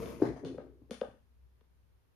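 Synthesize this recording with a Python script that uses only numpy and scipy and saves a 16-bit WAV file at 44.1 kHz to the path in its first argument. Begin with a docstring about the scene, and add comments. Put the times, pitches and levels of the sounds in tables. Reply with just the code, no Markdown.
"""Plastic instrument on a desk

A small plastic instrument slides over a desk (random tiny slips), knocks down on its feet (damped modes
with a little scrape) and judders to rest (slips shaking low resonances). Its push-buttons are pressed and
let go: each snap is a bright tick of noise and spring ring, then a hollow knock of the case.
A small, quiet room rings after these sounds, over a wavering low hum (sine plus noise) and faint hiss."""
import sys
import numpy as np
from scipy import signal
from scipy.fft import rfft, irfft
from scipy.io import wavfile

SR = 44100
rng = np.random.default_rng(int(sys.argv[2]) if len(sys.argv) > 2 else 0)


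def int16_out(signal):
    """Quantize to a 16-bit WAV file."""
    q = np.round(np.clip(np.atleast_2d(signal).T, -1, 1) * 32767)
    wavfile.write(sys.argv[1], SR, q.astype(np.int16))


N = 94815
T = np.arange(N) / SR  # time in seconds
RING = T[:4096]  # time axis of one short sound

# how loud the sliding is: time_s, level_db
SLIDE_LEVEL = [(0, -38.5), (0.06, -44), (0.105, -43), (0.145, -49), (0.19, -52.5), (0.23, -49.5),
               (0.33, -74), (0.45, -100)]
# tone colour of the sliding: freq_hz, gain_db
SLIDE_COLOUR = [(24, -45.5), (40, -19.5), (107, -9.5), (183, -9.5), (239, -4.5), (291, -6), (381, -13.5),
                (464, 0), (512, -13), (654, -12.5), (739, -24.5), (1040, -19), (1660, -30), (2340, -27.5),
                (3640, -37.5), (6240, -34.5), (7970, -43), (11800, -37), (14000, -45)]
SLIDE_SLIPS_PER_S, SLIDE_SPREAD_DB, SLIDE_ROOM_DB = 3000, 3.5, -4

# how loud the low hum is: time_s, level_db
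HUM_LEVEL = [(0, -51.5), (0.26, -64), (0.32, -53.5), (0.42, -63), (0.7, -61), (1.0, -65), (1.28, -71.5),
             (1.44, -58.5), (1.62, -68.5), (1.97, -65.5), (2.06, -81.5)]
HUM_HZ, HUM_WAVER, HUM_LAG_S = 62.7, 0.4, 0.0017  # waver is relative to the tone; the right ear lags
# tone colour of the faint room noise: freq_hz, gain_db
FLOOR_COLOUR = [(15, -36), (25, -9.5), (70, -19), (89, -4.5), (113, -12.5), (286, -27), (403, -23),
                (684, -31.5), (892, -30), (2640, -38.5), (7420, -46.5), (14000, -44)]
FLOOR_DB = -72

# how loud the judder of the rubber feet is: time_s, level_db
JUDDER_LEVEL = [(0.23, -57), (0.275, -39), (0.315, -38), (0.345, -50), (0.385, -59), (0.44, -42),
                (0.5, -42.5), (0.55, -50), (0.66, -53), (0.76, -62.5), (0.83, -68), (0.9, -72), (1.0, -99)]
# low resonances of case and desk: pitch_hz, width_hz, level_db
JUDDER_MODES = [(70, 16, -14.5), (133.8, 60, -5), (267.7, 38, -2), (344.7, 52.6, -2.5), (418.8, 130, -2)]
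JUDDER_SLIPS_PER_S, JUDDER_ROOM_DB = 400, -15
JUDDER_APART_HZ = 114  # a resonance here has equal shared and separate parts in the two ears

# button snaps: start_s, tick_db, tick_treble_edge_hz, case_db, case_pitch_hz, desk_thud_db,
# tick_sent_to_room_db
BUTTONS = [(0.0591, -21, 2710, -38.5, 470, -40, -2.5), (0.449, -26.5, 7300, -33.5, 480, -64, 3.5),
           (0.5803, -25, 1600, -32.5, 526, -47.5, -0.5), (0.909, -21, 14000, -32.5, 491, -36.5, 0.5),
           (1.0133, -16.5, 3230, -22.5, 514.4, -40, -9.5), (1.6097, -40.5, 2210, -63.5, 439, -72, -9)]
# tone colour of the tick: freq_hz, gain_db
TICK_COLOUR = [(500, -13.5), (900, -3), (1300, 4), (1800, -2.5), (2500, -2.5), (3500, -1), (4400, 0),
               (6500, -5), (7700, -11.5), (9400, -10), (11400, -15), (12800, -23), (14000, -26)]
# ring of the metal spring in a switch: pitch_hz, level_db, decay_s
SPRING = [(2900, -34.5, 0.001), (3295, -34.5, 0.0016), (3550, -30, .004), (4275, -29, 0.0025)]
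# modes of the case under a button: ratio_to_case_pitch, level_db, time_to_peak_s
CASE_MODES = [(0.7, -16.5, 0.0051), (1, -1, .0056), (1.45, -20.5, 0.0052), (1.75, -27, .004),
              (2.35, -24, 0.00397), (2.95, -24.5, 0.0034), (3.45, -30.5, 0.0027)]
RATTLE_DECAY_S, RATTLE_DB, TICK_LOW_HZ = 0.003, 1, 706  # the tick is thinned below the last value
CASE_SWELL, THUD_HZ, THUD_PEAK_S = 4.6, 226.3, 0.0075
TICK_ROOM_DB, CASE_ROOM_DB = 2.5, -6.5

# knocks of the feet on the desk, and a few lighter taps: start_s, blow_db, pitch_ratio, scrape_db
KNOCKS = [(0.1992, -41.5, 1.4, -43), (0.2155, -30.5, 1.445, -42.5), (0.219, -14, 1.02, -30),
          (0.2399, -32.5, 1.28, -40), (0.254, -37.5, 1.4, -31), (0.3615, -44, 1.71, -40),
          (0.4332, -43, 1.43, -72), (0.544, -42.5, 1.19, -62), (0.818, -47.5, 0.7, -79),
          (0.895, -51.5, 1.17, -76), (1.084, -47.5, 0.57, -68), (1.138, -61.5, 0.9, -66.5)]
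# modes of the instrument on its feet: pitch_hz (before the knock's pitch_ratio), level_db, time_to_peak_s
FEET_MODES = [(135, -21.5, 0.01496), (265, -3.5, 0.0062), (368, 2, 0.003797), (546, -10, .003),
              (1054, -25.5, .003), (1541, -29, 0.00287)]
# tone colour of the scrape in a knock: freq_hz, gain_db
SCRAPE_COLOUR = [(300, -9), (850, 1.5), (1200, -2), (1600, -4), (2000, -2), (2800, -13.5), (4500, -12.5),
                 (6500, -16), (9000, -27.5), (14000, -35)]
FEET_SWELL, KNOCK_ROOM_DB = 5.6, -2
SCRAPE_DECAY_S, SCRAPE_ROOM_DB = 0.0017, 10.5

# shading of the contact sounds at the right ear: freq_hz, gain_db
SHADE = [(400, -1), (1500, -7.5), (3200, -5.5), (5500, -10), (9000, -2), (13000, -1.5)]
# how strongly the case radiates into the room: freq_hz, gain_db
RADIATION = [(130, -5), (350, 0), (550, -0.5), (850, 7), (1500, 4.5), (2300, 5.5)]
BODY_PAN_DB = 4  # left ear over right

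# how long the room takes to fade by 60 dB: freq_hz, fade_time_s
ROOM_T60 = [(100, 0.59), (350, 0.17), (600, 0.3), (1000, 0.32), (2000, .42), (4000, 0.35), (10000, 0.52),
            (13500, 0.11)]
ROOM_SHARED_HZ = 780  # the ears hear more alike below this
WALL_S, WALL_DB = 0.034, -9.5  # wall echo

NOTCH_HZ, NOTCH_Q, TOP_HZ = 7700, 10.5, 14100  # microphone dip and top limit


def amp(db):
    """Turn decibels into a plain gain."""
    return 10 ** (np.asarray(db) / 20)


def unit(x):
    """Scale to an rms (average strength) of 1."""
    return x / np.sqrt(np.mean(x ** 2))


def pan(db):
    """Left and right gains for a level difference."""
    return amp(np.array([[db], [-db]]) / 2)


def fade(points):
    """Gain over time along a curve of (time_s, level_db)."""
    times, levels = np.array(points).T
    return amp(np.interp(T, times, levels))


def add(out, start_s, x):
    """Mix a short sound in at a given time."""
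    i = int(start_s * SR)
    out[:, i:i + x.shape[-1]] += x[..., :N - i]


def colour(x, points, edge_hz=1e6):
    """Causal filter through (freq_hz, gain_db) points, rolling off above an edge."""
    n = 2 * x.shape[-1]
    f = np.maximum(np.fft.rfftfreq(n, 1 / SR), 1)
    hz, db = np.array(points).T
    gain = amp(np.interp(np.log(f), np.log(hz), db))
    gain = gain / np.hypot(1, (f / edge_hz) ** 2)
    # folding the cepstrum gives minimum phase: the filter reacts only after the sound
    cepstrum = irfft(np.log(gain))
    cepstrum[1:n // 2] *= 2
    cepstrum[n // 2 + 1:] = 0
    response = np.exp(rfft(cepstrum))
    return irfft(rfft(x, n) * response)[..., :n // 2]


def resonate(x, hz, width_hz):
    """One resonance, applied twice for a steeper peak."""
    b, a = signal.iirpeak(hz, hz / width_hz, fs=SR)
    return signal.lfilter(b, a, signal.lfilter(b, a, x))


def mode(hz, peak_s, swell):
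    """A damped mode that builds up to a peak and dies away."""
    u = RING / peak_s
    envelope = (u * np.exp(1 - u)) ** swell
    return envelope * np.cos(2 * np.pi * hz * (RING - peak_s))


def slips(per_s, spread_db):
    """Random stick-slip pulses; a larger spread makes their sizes less even."""
    happens = rng.random(N) < per_s / SR
    sign = rng.choice([-1, 1], N)
    size = amp(spread_db * rng.exponential(size=N).clip(0, 4))
    return unit(happens * sign * size)


def two_ears(make, apart):
    """A signal shared by both ears plus a part that each has alone."""
    shared = make()
    return unit(np.array([shared + apart * make() for _ in range(2)]))


def burst(decay_s, rattle_db):
    """A hard contact with a few milliseconds of rattle after it."""
    x = rng.standard_normal((2, len(RING))) * np.exp(-RING / decay_s)
    x *= amp(rattle_db) / np.sqrt(np.sum(x ** 2) / 2)
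    x[:, 0] += 1
    return x


def shade(x):
    """The right ear faces away from the instrument."""
    left, right = x
    return np.array([left, colour(right, SHADE)])


def room(x, wet_db, send=None, onset_s=0.0049):
    """Direct sound plus a wall echo and a diffuse tail whose bass is alike in both ears."""
    t = T[:SR // 2]
    f = np.fft.rfftfreq(len(t), 1 / SR)
    mid, side = np.exp(2j * np.pi * rng.random((2, len(f))))
    width = f / np.hypot(f, ROOM_SHARED_HZ)
    ears = (mid + np.array([[1], [-1]]) * width * side) / np.hypot(1, width)

    # overlapping bands, each dying away in its own time
    hz, t60 = np.array(ROOM_T60).T
    tail = 0
    for weights, fade_s in zip(np.eye(len(hz)), t60):
        noise = irfft(ears * np.interp(f, hz, weights), len(t))
        tail = tail + noise * np.exp(-np.log(1000) * t / fade_s)

    tail *= 1 - np.exp(-(t / onset_s) ** 2)
    tail *= 1 + amp(WALL_DB) * np.exp(-((t - WALL_S) / 0.004) ** 2)
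    tail /= np.sqrt(np.sum(tail ** 2) / 2)
    source = x if send is None else send
    return x + amp(wet_db) * signal.fftconvolve(source, tail, axes=1)[:, :N]


def slide():
    """Dense little slips as the case is pushed over the desk."""
    pulses = two_ears(lambda: slips(SLIDE_SLIPS_PER_S, SLIDE_SPREAD_DB), apart=0.9)
    rub = unit(colour(pulses, SLIDE_COLOUR)) * fade(SLIDE_LEVEL)
    return shade(room(rub, SLIDE_ROOM_DB))


def background():
    """A wavering low hum, a sine mixed with narrow noise, over faint room noise and hiss."""
    waver = unit(resonate(rng.standard_normal((2, N)), HUM_HZ, width_hz=42.8))
    tone = np.sin(2 * np.pi * HUM_HZ * np.array([T, T - HUM_LAG_S]))
    hum = unit(tone + HUM_WAVER * waver) * fade(HUM_LEVEL) * pan(db=5.0)
    hiss = unit(colour(rng.standard_normal((2, N)), FLOOR_COLOUR))
    return hum + amp(FLOOR_DB) * hiss


def judder():
    """The rubber feet creep under the hand and shake the low resonances of case and desk."""
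    shaking = 0
    for hz, width_hz, db in JUDDER_MODES:
        pulses = two_ears(lambda: slips(JUDDER_SLIPS_PER_S, spread_db=-0.16), apart=JUDDER_APART_HZ / hz)
        shaking = shaking + amp(db) * unit(resonate(pulses, hz, width_hz))
    return room(unit(shaking) * fade(JUDDER_LEVEL) * pan(db=3.5), JUDDER_ROOM_DB)


def snap(edge_hz):
    """Contact, rattle and the short ring of the spring; a finger on the button dulls it."""
    contact = colour(burst(RATTLE_DECAY_S, RATTLE_DB), TICK_COLOUR)
    spring = 0
    for hz, db, decay_s in SPRING:
        spring = spring + amp(db) * np.exp(-RING / decay_s) * np.sin(2 * np.pi * hz * RING)
    bass_cut = [(TICK_LOW_HZ / 4, -18), (TICK_LOW_HZ, 0)]
    return colour(contact + spring, bass_cut, edge_hz)


def radiate(body, wet_db):
    """The case is heard directly; its higher modes fill the room more than its low ones."""
    direct = body * pan(BODY_PAN_DB)
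    return room(direct, wet_db, colour(direct, RADIATION), onset_s=0.0094)


def buttons():
    """Each switch snaps over; the jolt rings the case and thuds into the desk."""
    ticks, to_room, body = np.zeros((3, 2, N))
    for start_s, tick_db, edge_hz, case_db, case_hz, thud_db, room_db in BUTTONS:
        click = amp(tick_db) * snap(edge_hz)
        add(ticks, start_s, click)
        add(to_room, start_s, amp(room_db) * click)
        case = sum(amp(db) * mode(case_hz * ratio, peak_s, CASE_SWELL) for ratio, db, peak_s in CASE_MODES)
        add(body, start_s, amp(case_db) * case)
        add(body, start_s, amp(thud_db) * mode(THUD_HZ, THUD_PEAK_S, swell=2.9))
    return shade(room(ticks, TICK_ROOM_DB, to_room)) + radiate(body, CASE_ROOM_DB)


def knocks():
    """The feet catch and drop on the desk: dull blows with a little scrape; a few lighter taps follow later."""
    scrapes, body = np.zeros((2, 2, N))
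    for start_s, blow_db, ratio, scrape_db in KNOCKS:
        blow = sum(amp(db) * mode(hz * ratio, peak_s, FEET_SWELL) for hz, db, peak_s in FEET_MODES)
        add(body, start_s, amp(blow_db) * blow)
        scrape = colour(burst(SCRAPE_DECAY_S, rattle_db=12.5), SCRAPE_COLOUR)
        add(scrapes, start_s, amp(scrape_db) * scrape)
    return radiate(body, KNOCK_ROOM_DB) + shade(room(scrapes, SCRAPE_ROOM_DB))


def scene():
    """All the sounds together."""
    return slide() + background() + judder() + buttons() + knocks()


def record(dry):
    """The microphone has a narrow dip in the treble; the top is cut."""
    b, a = signal.iirnotch(NOTCH_HZ, NOTCH_Q, fs=SR)
    dipped = signal.lfilter(b, a, dry)
    top_cut = signal.ellip(8, 0.2, 70, TOP_HZ, fs=SR, output="sos")
    return signal.sosfilt(top_cut, dipped)


dry = scene()
out = record(dry)
int16_out(out)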